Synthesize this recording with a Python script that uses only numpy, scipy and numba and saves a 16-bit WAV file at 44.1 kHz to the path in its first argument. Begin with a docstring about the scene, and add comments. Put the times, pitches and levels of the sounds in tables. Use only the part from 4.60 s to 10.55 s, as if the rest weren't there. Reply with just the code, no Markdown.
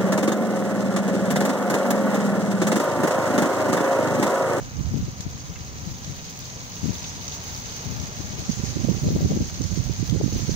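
"""Low thumps of wind and a dry rustle come first: leaves swirl over the asphalt at a street corner.
Their stiff edges catch on grit, each impact exciting a damped vibration that the house wall reflects.
Turbulent gusts buffet the two microphone ports in turn, and each port has its own treble resonances.
A twig taps and bounces; a car rolls by on the right, its tyres humming over the drone of the town."""
import sys
import numpy as np
from scipy import signal
from scipy.fft import rfft, irfft, next_fast_len
from scipy.io import wavfile
from scipy.ndimage import uniform_filter1d
from numba import njit

SR = 44100
rng = np.random.default_rng(int(sys.argv[2]) if len(sys.argv) > 2 else 0)


def pcm_store(signal):
    """Save signal as 16-bit PCM."""
    levels = np.round(np.clip(np.atleast_2d(signal), -1, 1) * 32767)
    wavfile.write(sys.argv[1], SR, levels.astype(np.int16).T)


N = 262395
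TIME = np.arange(N) / SR

# the eddy of leaves winds up, holds and surges twice: t/s, relative level/dB, crispness/dB
LEAF_SWIRL = [(0.0, -45, -6.5), (1.45, -42.5, -1.5), (1.68, -39.5, 0.5), (2.0, -40.5, 1.0),
              (2.4, -38, -0.5), (2.95, -37.5, 1.0), (3.7, -38.5, 0.0), (3.95, -36.5, -3.5), (4.3, -38.5, 0),
              (5.2, -38.5, -0.5), (5.64, -38.5, -1.0), (5.74, -35.5, 1.0), (5.95, -35.5, 0)]
# clumps of leaves that tumble over together: middle t/s, half length/s, extra crispness/dB
LEAF_TUMBLES = [(1.61, .025, 5), (1.71, .02, 4), (1.867, .015, 5.5), (2.34, .02, 3), (2.96, .02, 3),
                (3.279, .04, 4.5), (4.45, .025, 4), (4.523, .025, 4), (4.61, .025, 4.5), (4.947, .03, 3),
                (5.48, .035, 6)]
# spectrum of the many faint, distant leaf contacts: f/Hz, relative level/dB
BLUR_SPECTRUM = [(600, -31), (1300, 2), (2200, 4.5), (3300, -6.5), (4800, 2), (7500, -2.5), (11000, -4),
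                 (15500, -9)]
# single leaves that scrape close by: t/s, typical level of a catch/dB, typical f/Hz, length/s
NEAR_SCRAPES = [(0.606, -26.5, 10500, 0.0072), (0.607, -33, 5600, 0.0052), (1.444, -33, 4500, 0.006),
                (1.79, -27, 12000, 0.002), (2.353, -35.5, 3714, 0.0052), (2.442, -30, 3700, 0.0074),
                (2.68, -32, 5500, 0.0029), (2.721, -33.5, 3540, 0.0058), (2.838, -30, 12100, 0.0058),
                (2.947, -32.5, 4700, 0.0087), (3.003, -31.5, 12920, 0.0031), (3.399, -35, 5834, 0.0061),
                (3.914, -30, 6080, 0.012), (4.942, -35, 4390, 0.0071), (5.018, -30, 5996, 0.0031),
                (5.037, -34, 5900, 0.0041), (5.495, -30.5, 3690, 0.005), (5.497, -32, 11900, .006)]
# gusts that strike a port: start t/s, length/s, relative level/dB, port
PORT_GUSTS = [(0.0, 0.011, -27, "right"), (0.133, .155, -24, "right"), (0.303, 0.096, -20, "left"),
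              (0.405, 0.03, -22.5, "right"), (0.444, 0.044, -26, "left"), (0.646, 0.027, -27, "left"),
              (0.726, 0.034, -31, "left"), (0.878, 0.027, -28.5, "left"), (0.988, 0.029, -31.5, "left"),
              (1.216, .11, -29, "left"), (1.453, 0.059, -28, "left"), (2.215, .11, -20.5, "left"),
              (3.242, .21, -26, "left"), (3.563, 0.27, -29.5, "left"), (3.871, 0.041, -22, "right"),
              (3.959, .16, -26, "right"), (4.147, 0.22, -24, "right"), (4.232, 0.09, -20, "right"),
              (4.402, 0.17, -22.5, "right"), (4.425, 0.093, -18, "left"), (4.533, .12, -19.5, "left"),
              (4.681, 0.14, -20, "left"), (4.603, 0.082, -17.5, "right"), (4.709, .11, -22.5, "right"),
              (4.98, 0.077, -23, "right"), (5.089, 0.045, -23, "right"), (5.15, 0.06, -20, "right"),
              (5.248, 0.068, -22, "right"), (5.378, 0.062, -23, "right"), (5.478, 0.1, -18.5, "right"),
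              (5.606, 0.074, -20.5, "right"), (5.589, 0.03, -23, "left"), (5.724, 0.033, -21.5, "left"),
              (5.707, 0.13, -24, "right"), (5.87, 0.059, -21, "right")]
# the breeze drops in the middle, then freshens: t/s, relative level/dB on the left, on the right
BREEZE_LEVELS = [(0, -38, -37.5), (.8, -37.5, -37.5), (1.4, -38, -45), (3.0, -40.5, -46.5), (4.2, -38, -35),
                 (5.95, -37, -33)]
# spectrum of a full gust at a pace of 1: f/Hz, relative level/dB
GUST_SPECTRUM = [(20, -20), (40, -11), (70, 0.5), (120, 3.5), (190, 1), (290, -8), (420, -15.5), (600, -23),
                 (850, -37.5), (1500, -53.5)]
# strength of the small eddies, which turn a dull thud into a rasp: t/s, gain/dB
RASP_GAIN = [(0, -15.5), (2.3, -15.5), (3.8, -3), (4.3, 0), (4.75, 2), (5.1, -10.5), (5.6, -2), (5.95, -2)]
# single eddies that slap a port: t/s, relative peak level/dB, f/Hz, port
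EDDY_SLAPS = [(0.259, -17, 90, "right"), (0.343, -15.5, 238, "left"), (0.39, -22, 198, "left"),
              (0.482, -24, 290, "left"), (0.603, -19, 130, "left"), (0.666, -19, 190, "left"),
              (2.258, -13.5, 232.4, "left"), (2.295, -16.5, 208, "left"), (3.305, -19.5, 148.5, "left"),
              (4.25, -12.5, 302, "right"), (4.287, -10.5, 342.9, "right"), (4.316, -10, 211.6, "right"),
              (4.455, -15.5, 170.3, "right"), (4.487, -13, 369, "left"), (4.507, -11, 239.8, "left"),
              (4.564, -9, 328, "left"), (4.608, -16, 379, "left"), (4.651, -17, 180.2, "right"),
              (4.72, -11, 359.4, "left"), (4.768, -9.5, 231.6, "left"), (5.176, -13.5, 234, "right"),
              (5.298, -12, 221.7, "right"), (5.429, -10, 209.8, "right"), (5.562, -12, 281.3, "right"),
              (5.613, -13, 462.8, "right"), (5.664, -8, 154, "right"), (5.68, -15.5, 305, "right"),
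              (5.895, -9.5, 281.2, "right")]
# a twig taps the asphalt and bounces: t/s, level/dB
TWIG_TAPS = [(0.958, -38), (0.9635, -38)]
# its normal modes: f/Hz, relative level/dB, t60/s
TWIG_MODES = [(1610, -10.5, .03), (2120, -2.5, 0.028), (2680, -4, .03)]
# tyre noise swells and fades as the car rolls by: t/s, level/dB
TYRE_LEVEL = [(0, -48.5), (1.6, -49.5), (2.7, -45.5), (3.6, -44.5), (4.5, -46.5), (5.95, -47)]
# spectrum of the rolling tyres: f/Hz, relative level/dB
TYRE_SPECTRUM = [(100, -8), (165, 2), (330, -3.5), (540, -1), (750, -2.5), (1150, -3.5), (1450, -7),
                 (2200, -6.5), (4000, -23), (9000, -44)]
# their reflection from a house front comes later as the car moves on: t/s, lag/ms
FRONT_ECHO_LAG = [(2.0, 4.03), (3.6, 4.92), (5.95, 5.77)]
# the tread sings, sinking in pitch as the car goes by: t/s, f/Hz, level/dB
TREAD_HUM = [(1.5, 998, -73), (2.399, 960.5, -54.5), (2.7, 920, -53.5), (3.099, 864, -59), (3.7, 839, -57),
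             (4.4, 820.4, -66), (5.95, 800, -72)]
# spectrum of the town's drone: f/Hz, relative level/dB
TOWN_SPECTRUM = [(20, -10.5), (40, -17), (80, 0.5), (140, 1), (230, -4.5), (340, -12.5), (600, -17.5),
                 (1500, -22), (4000, -33)]
# frequency response of the microphone ports: f/Hz, left gain/dB, right gain/dB
PORT_RESPONSE = [(1020, 1.5, 1.5), (2210, 2.5, 0), (4360, 6, 9), (5400, 10.5, 4.5), (5780, 8, 13),
                 (6460, 16.5, 19.5), (6880, 3.5, 13), (6890, 10.5, 9.5), (7480, 7, -3), (8620, -10, -5),
                 (9700, -6, -5.5), (12500, -8.5, -12.5), (14560, -10, 6), (15530, 9.5, 12.5)]


def swirling_leaves(skip_db=-10.5, crackle_db=-16, blur_db=-11, crisp_hz=7800):
    """Incoherent superposition: leaves skip, brittle rims crackle, distant contacts blur into noise."""
    t, level_db, crisp_db = np.transpose(LEAF_SWIRL)
    drive_db = np.interp(TIME, t, level_db) + 1.18 * wander(45)  # small flurries
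    tumble_db = sum(db * np.exp(-((TIME - middle) / half) ** 2) for middle, half, db in LEAF_TUMBLES)
    rim_db = np.interp(TIME, t, crisp_db) + tumble_db + 1.7 * wander(22)
    # a livelier eddy moves more leaves and also throws each of them harder
    throw_db = (drive_db - drive_db.mean()) / 2
    moving_db = drive_db - throw_db
    skips = contacts(moving_db + skip_db, pitch_hz=4700, pitch_spread=.38,
                     spread_db=2, length_s=.004, cycles=1.63, count=4200)
    crackle = contacts(moving_db + crackle_db + rim_db, pitch_hz=12600, pitch_spread=.14,
                       spread_db=3, length_s=.008, cycles=.56, count=700)
    blur = noise(BLUR_SPECTRUM, channels=2) * undb(blur_db + drive_db)
    blur_treble = butterworth(blur, 4, crisp_hz, "high")
    return (skips + crackle) * undb(throw_db) + blur + blur_treble * (undb(rim_db) - 1)


def contacts(level_db, pitch_hz, pitch_spread, spread_db, length_s, cycles, count):
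    """Addition of energy: random scrapes occur at a rate proportional to the power of the rustle."""
    power = undb(2 * level_db)
    energy_share = (np.arange(count) + rng.uniform(-4, 4, count)) / count
    start = np.interp(energy_share, np.cumsum(power) / power.sum(), TIME)
    hz = pitch_hz * np.exp(pitch_spread * rng.standard_normal(count))
    size = undb(spread_db * np.minimum(rng.exponential(size=count), 3.2))
    size *= np.sqrt(hz / pitch_hz)  # low rings last longer, so they swing less for the same energy
    length = length_s * (.3 + rng.exponential(size=count))
    return unit(scrape(start, size, hz, length, cycles)) * np.sqrt(power.mean())


def near_leaves():
    """Impact excitation close by: a few scrapes of twelve catches each stand out of the rustle."""
    start, db, hz, length = np.transpose(NEAR_SCRAPES)
    return scrape(start, undb(db), hz, length, cycles=1.35, fade=.37, uneven_db=.5, wall_db=-8, count=12)


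def scrape(start, size, hz, length, cycles, fade=0, uneven_db=0, wall_db=-7, count=4):
    """Impulse response: a stiff edge catches on several bits of grit, and each catch rings the leaf."""
    shape = (len(start), count)
    along = np.sort(rng.random(shape), axis=1)
    along -= along[:, :1]
    when = start[:, None] + length[:, None] * along
    pitch = np.clip(hz[:, None] * np.exp(.17 * rng.standard_normal(shape)), 900, 15000)
    force = size[:, None] * np.exp(-fade * along) * undb(uneven_db * rng.standard_normal(shape))
    force *= rng.choice([-1, 1], shape)
    ring_cycles = cycles * rng.uniform(.5, 1.5, shape)

    def path(extra_s):
        """Path difference: sound from each direction reaches one port before the other."""
        lag_s = rng.uniform(-.00022, .00022, (len(start), 1))
        arrivals = [(when + extra_s + side * lag_s).ravel() for side in (1, -1)]
        return np.array([rings(t, pitch.ravel(), ring_cycles.ravel(), force.ravel()) for t in arrivals])

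    direct = path(0)
    # the further a leaf lies from the house wall, the later its echo
    echo = path(rng.uniform(.002, .016, (len(start), 1)))
    return direct + undb(wall_db) * echo


def wind_strength(port, breeze_db, sway_db=2.5, sway_hz=16, attack_s=.02, release_s=.02):
    """Addition of power: gusts rise, hold and decay above a swaying breeze; gives one port's dB."""
    power = undb(breeze_db + sway_db * wander(sway_hz)) ** 2
    for start, length, db, struck in PORT_GUSTS:
        if struck == port:
            rise = np.clip((TIME - start) / attack_s, 0, 1)
            fall = np.exp(-np.maximum(TIME - start - length, 0) / release_s)
            power += (undb(db) * rise * fall) ** 2
    return 10 * np.log10(power)


def buffet(gust_db, trim_db, lowest_hz, pace, full_gust_db=-20, split_hz=370):
    """Convected turbulence: stronger wind sweeps eddies past a port faster, so the rumble rises."""
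    speed = pace * undb(.17 * (gust_db - full_gust_db))
    eddies = np.interp(np.cumsum(speed) % N, np.arange(N), noise(GUST_SPECTRUM)[0])
    flow = butterworth(eddies, 1, lowest_hz, "high")
    large = butterworth(flow, 4, split_hz, "low")
    small = (flow - large) * undb(curve(RASP_GAIN) + 6 * wander(90))  # small eddies arrive in spurts
    puffs = (large + small) * undb(2.5 * wander(60))
    # the gust sets the pressure swing from moment to moment
    running_rms = np.sqrt(uniform_filter1d(puffs ** 2, size=3000))
    return puffs / running_rms * undb(gust_db + trim_db)


def slaps(port, trim_db=-.5):
    """Low pressure in a vortex core: an eddy sucks at the port, with a pressure rise before and after."""
    pressure = np.zeros(N)
    for when, db, hz, struck in EDDY_SLAPS:
        if struck == port:
            off_core = (np.pi * hz * (TIME - when)) ** 2
            pressure += undb(db + trim_db) * (2 * off_core - 1) * np.exp(-off_core)
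    return pressure


def twig():
    """Modal vibration: each tap on the asphalt rings the twig's three modes."""
    hz, db, t60 = np.transpose(TWIG_MODES).copy()
    cycles = hz * t60 / np.log(1000)
    return sum(rings(np.full(len(hz), when), hz, cycles, undb(db + tap_db)) for when, tap_db in TWIG_TAPS)


def corner(x, tail_db=-14, t60_s=.13):
    """Reverberation: scattering at the corner adds a short, exponentially decaying tail."""
    t = TIME[:SR // 4]
    tail = rng.standard_normal((2, len(t))) * undb(-60 * t / t60_s)
    tail /= np.sqrt(np.sum(tail ** 2, axis=1, keepdims=True))
    return x + undb(tail_db) * signal.fftconvolve(x, tail, axes=1)[:, :N]


def tyres(lag_s=.00027, front_db=-12, left_db=1.5, diffuse_db=-3):
    """Interference: rolling noise joins its echo off a house front and reaches the left port late."""
    rolling = noise(TYRE_SPECTRUM)[0] * undb(1.05 * wander(7))
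    echo = undb(front_db) * delay(rolling, curve(FRONT_ECHO_LAG) / 1000)
    arriving = unit(rolling + echo)
    at_ports = np.array([undb(left_db) * delay(arriving, lag_s), arriving])
    diffuse = undb(diffuse_db) * noise(TYRE_SPECTRUM, channels=2)
    return unit(at_ports + diffuse) * undb(curve(TYRE_LEVEL))


def tread(width_hz=200, lag_s=.00025):
    """Random modulation: the blocks of a tyre tread hum in a broad, wavering band."""
    t, hz, db = np.transpose(TREAD_HUM)
    phase = 2 * np.pi * np.cumsum(np.interp(TIME, t, hz)) / SR
    band = wander(width_hz) * np.cos(phase) + wander(width_hz) * np.sin(phase)
    hum = unit(band) * undb(np.interp(TIME, t, db))
    return np.array([delay(hum, lag_s), hum])


def town(level_db=-43, lag_s=.00027, diffuse_db=-8):
    """Partial coherence: the town's low drone is partly common to both ports and partly diffuse."""
    drone = noise(TOWN_SPECTRUM)[0] * undb(1.2 * wander(4.44))
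    diffuse = undb(diffuse_db) * noise(TOWN_SPECTRUM, channels=2)
    return unit(np.array([delay(drone, lag_s), drone]) + diffuse) * undb(level_db)


@njit
def rings(start, hz, cycles, size):
    """Damped oscillation: each ring falls by 1 / e in the given number of cycles."""
    out = np.zeros(N)
    for k in range(len(start)):
        first = int(start[k] * SR) + 1
        end = min(N, first + int(6 * cycles[k] * SR / hz[k]))
        pole = (2j * np.pi - 1 / cycles[k]) * hz[k] / SR
        phasor = size[k] * np.exp(pole * (first - start[k] * SR))
        step = np.exp(pole)
        for i in range(max(first, 0), end):
            out[i] += phasor.imag
            phasor *= step
    return out


def colour(x, points):
    """Minimum-phase filtering through points of f/Hz, gain/dB."""
    size = next_fast_len(N + 8192, real=True) // 2 * 2
    hz, db = np.transpose(points)
    bin_hz = np.arange(size // 2 + 1) * SR / size
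    gain = undb(np.interp(np.log(bin_hz + 1), np.log(hz), db))
    # folding the cepstrum onto positive time makes the filter causal
    cepstrum = irfft(np.log(gain))
    cepstrum[1:size // 2] *= 2
    cepstrum[size // 2 + 1:] = 0
    return irfft(rfft(x, size) * np.exp(rfft(cepstrum)))[..., :N]


def butterworth(x, order, hz, kind):
    """Maximally flat low-pass or high-pass filtering."""
    return signal.sosfilt(signal.butter(order, hz, kind, fs=SR, output="sos"), x)


def noise(points, channels=1):
    """Uncorrelated noises of one spectrum, rms 1."""
    return unit(colour(rng.standard_normal((channels, N)), points))


def wander(rate_hz):
    """Smooth random fluctuation, spread near 1, never beyond 2."""
    hold = int(SR / rate_hz)
    steps = np.repeat(rng.standard_normal(N // hold + 1), hold)
    return np.clip(unit(uniform_filter1d(steps, hold)[:N]), -2, 2)


def delay(x, seconds):
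    """Propagation delay: the same sound, later."""
    return np.interp(TIME - seconds, TIME, x, left=0)


def curve(rows):
    """Linear interpolation between rows of t/s, value."""
    return np.interp(TIME, *np.transpose(rows))


def undb(db):
    """Decibels to amplitude ratio."""
    return 10 ** (np.asarray(db) / 20)


def unit(x):
    """Normalisation to rms 1."""
    return x / np.sqrt(np.mean(x ** 2))


def scene():
    """Superposition: wind on both ports, leaves at the corner, the street behind."""
    t, left_db, right_db = np.transpose(BREEZE_LEVELS)
    left_gust_db = wind_strength("left", np.interp(TIME, t, left_db))
    right_gust_db = wind_strength("right", np.interp(TIME, t, right_db))
    wind = np.array([buffet(left_gust_db, trim_db=-3, lowest_hz=97, pace=1.1) + slaps("left"),
                     buffet(right_gust_db, trim_db=0, lowest_hz=28, pace=.9) + slaps("right")])
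    leaves = corner(swirling_leaves() + near_leaves() + twig())
    return leaves + wind + tyres() + town() + tread()


def record(dry, ceiling=.8, top_hz=15550):
    """Cavity resonance colours each port's treble; saturation rounds the peaks, and the top is cut."""
    hz, *port_db = np.transpose(PORT_RESPONSE)
    coloured = np.array([colour(x, np.column_stack([hz, db])) for x, db in zip(dry, port_db)])
    rounded = ceiling * np.tanh(coloured / ceiling)
    return signal.sosfilt(signal.ellip(10, .2, 80, top_hz, fs=SR, output="sos"), rounded)


dry = scene()
out = record(dry)
pcm_store(out)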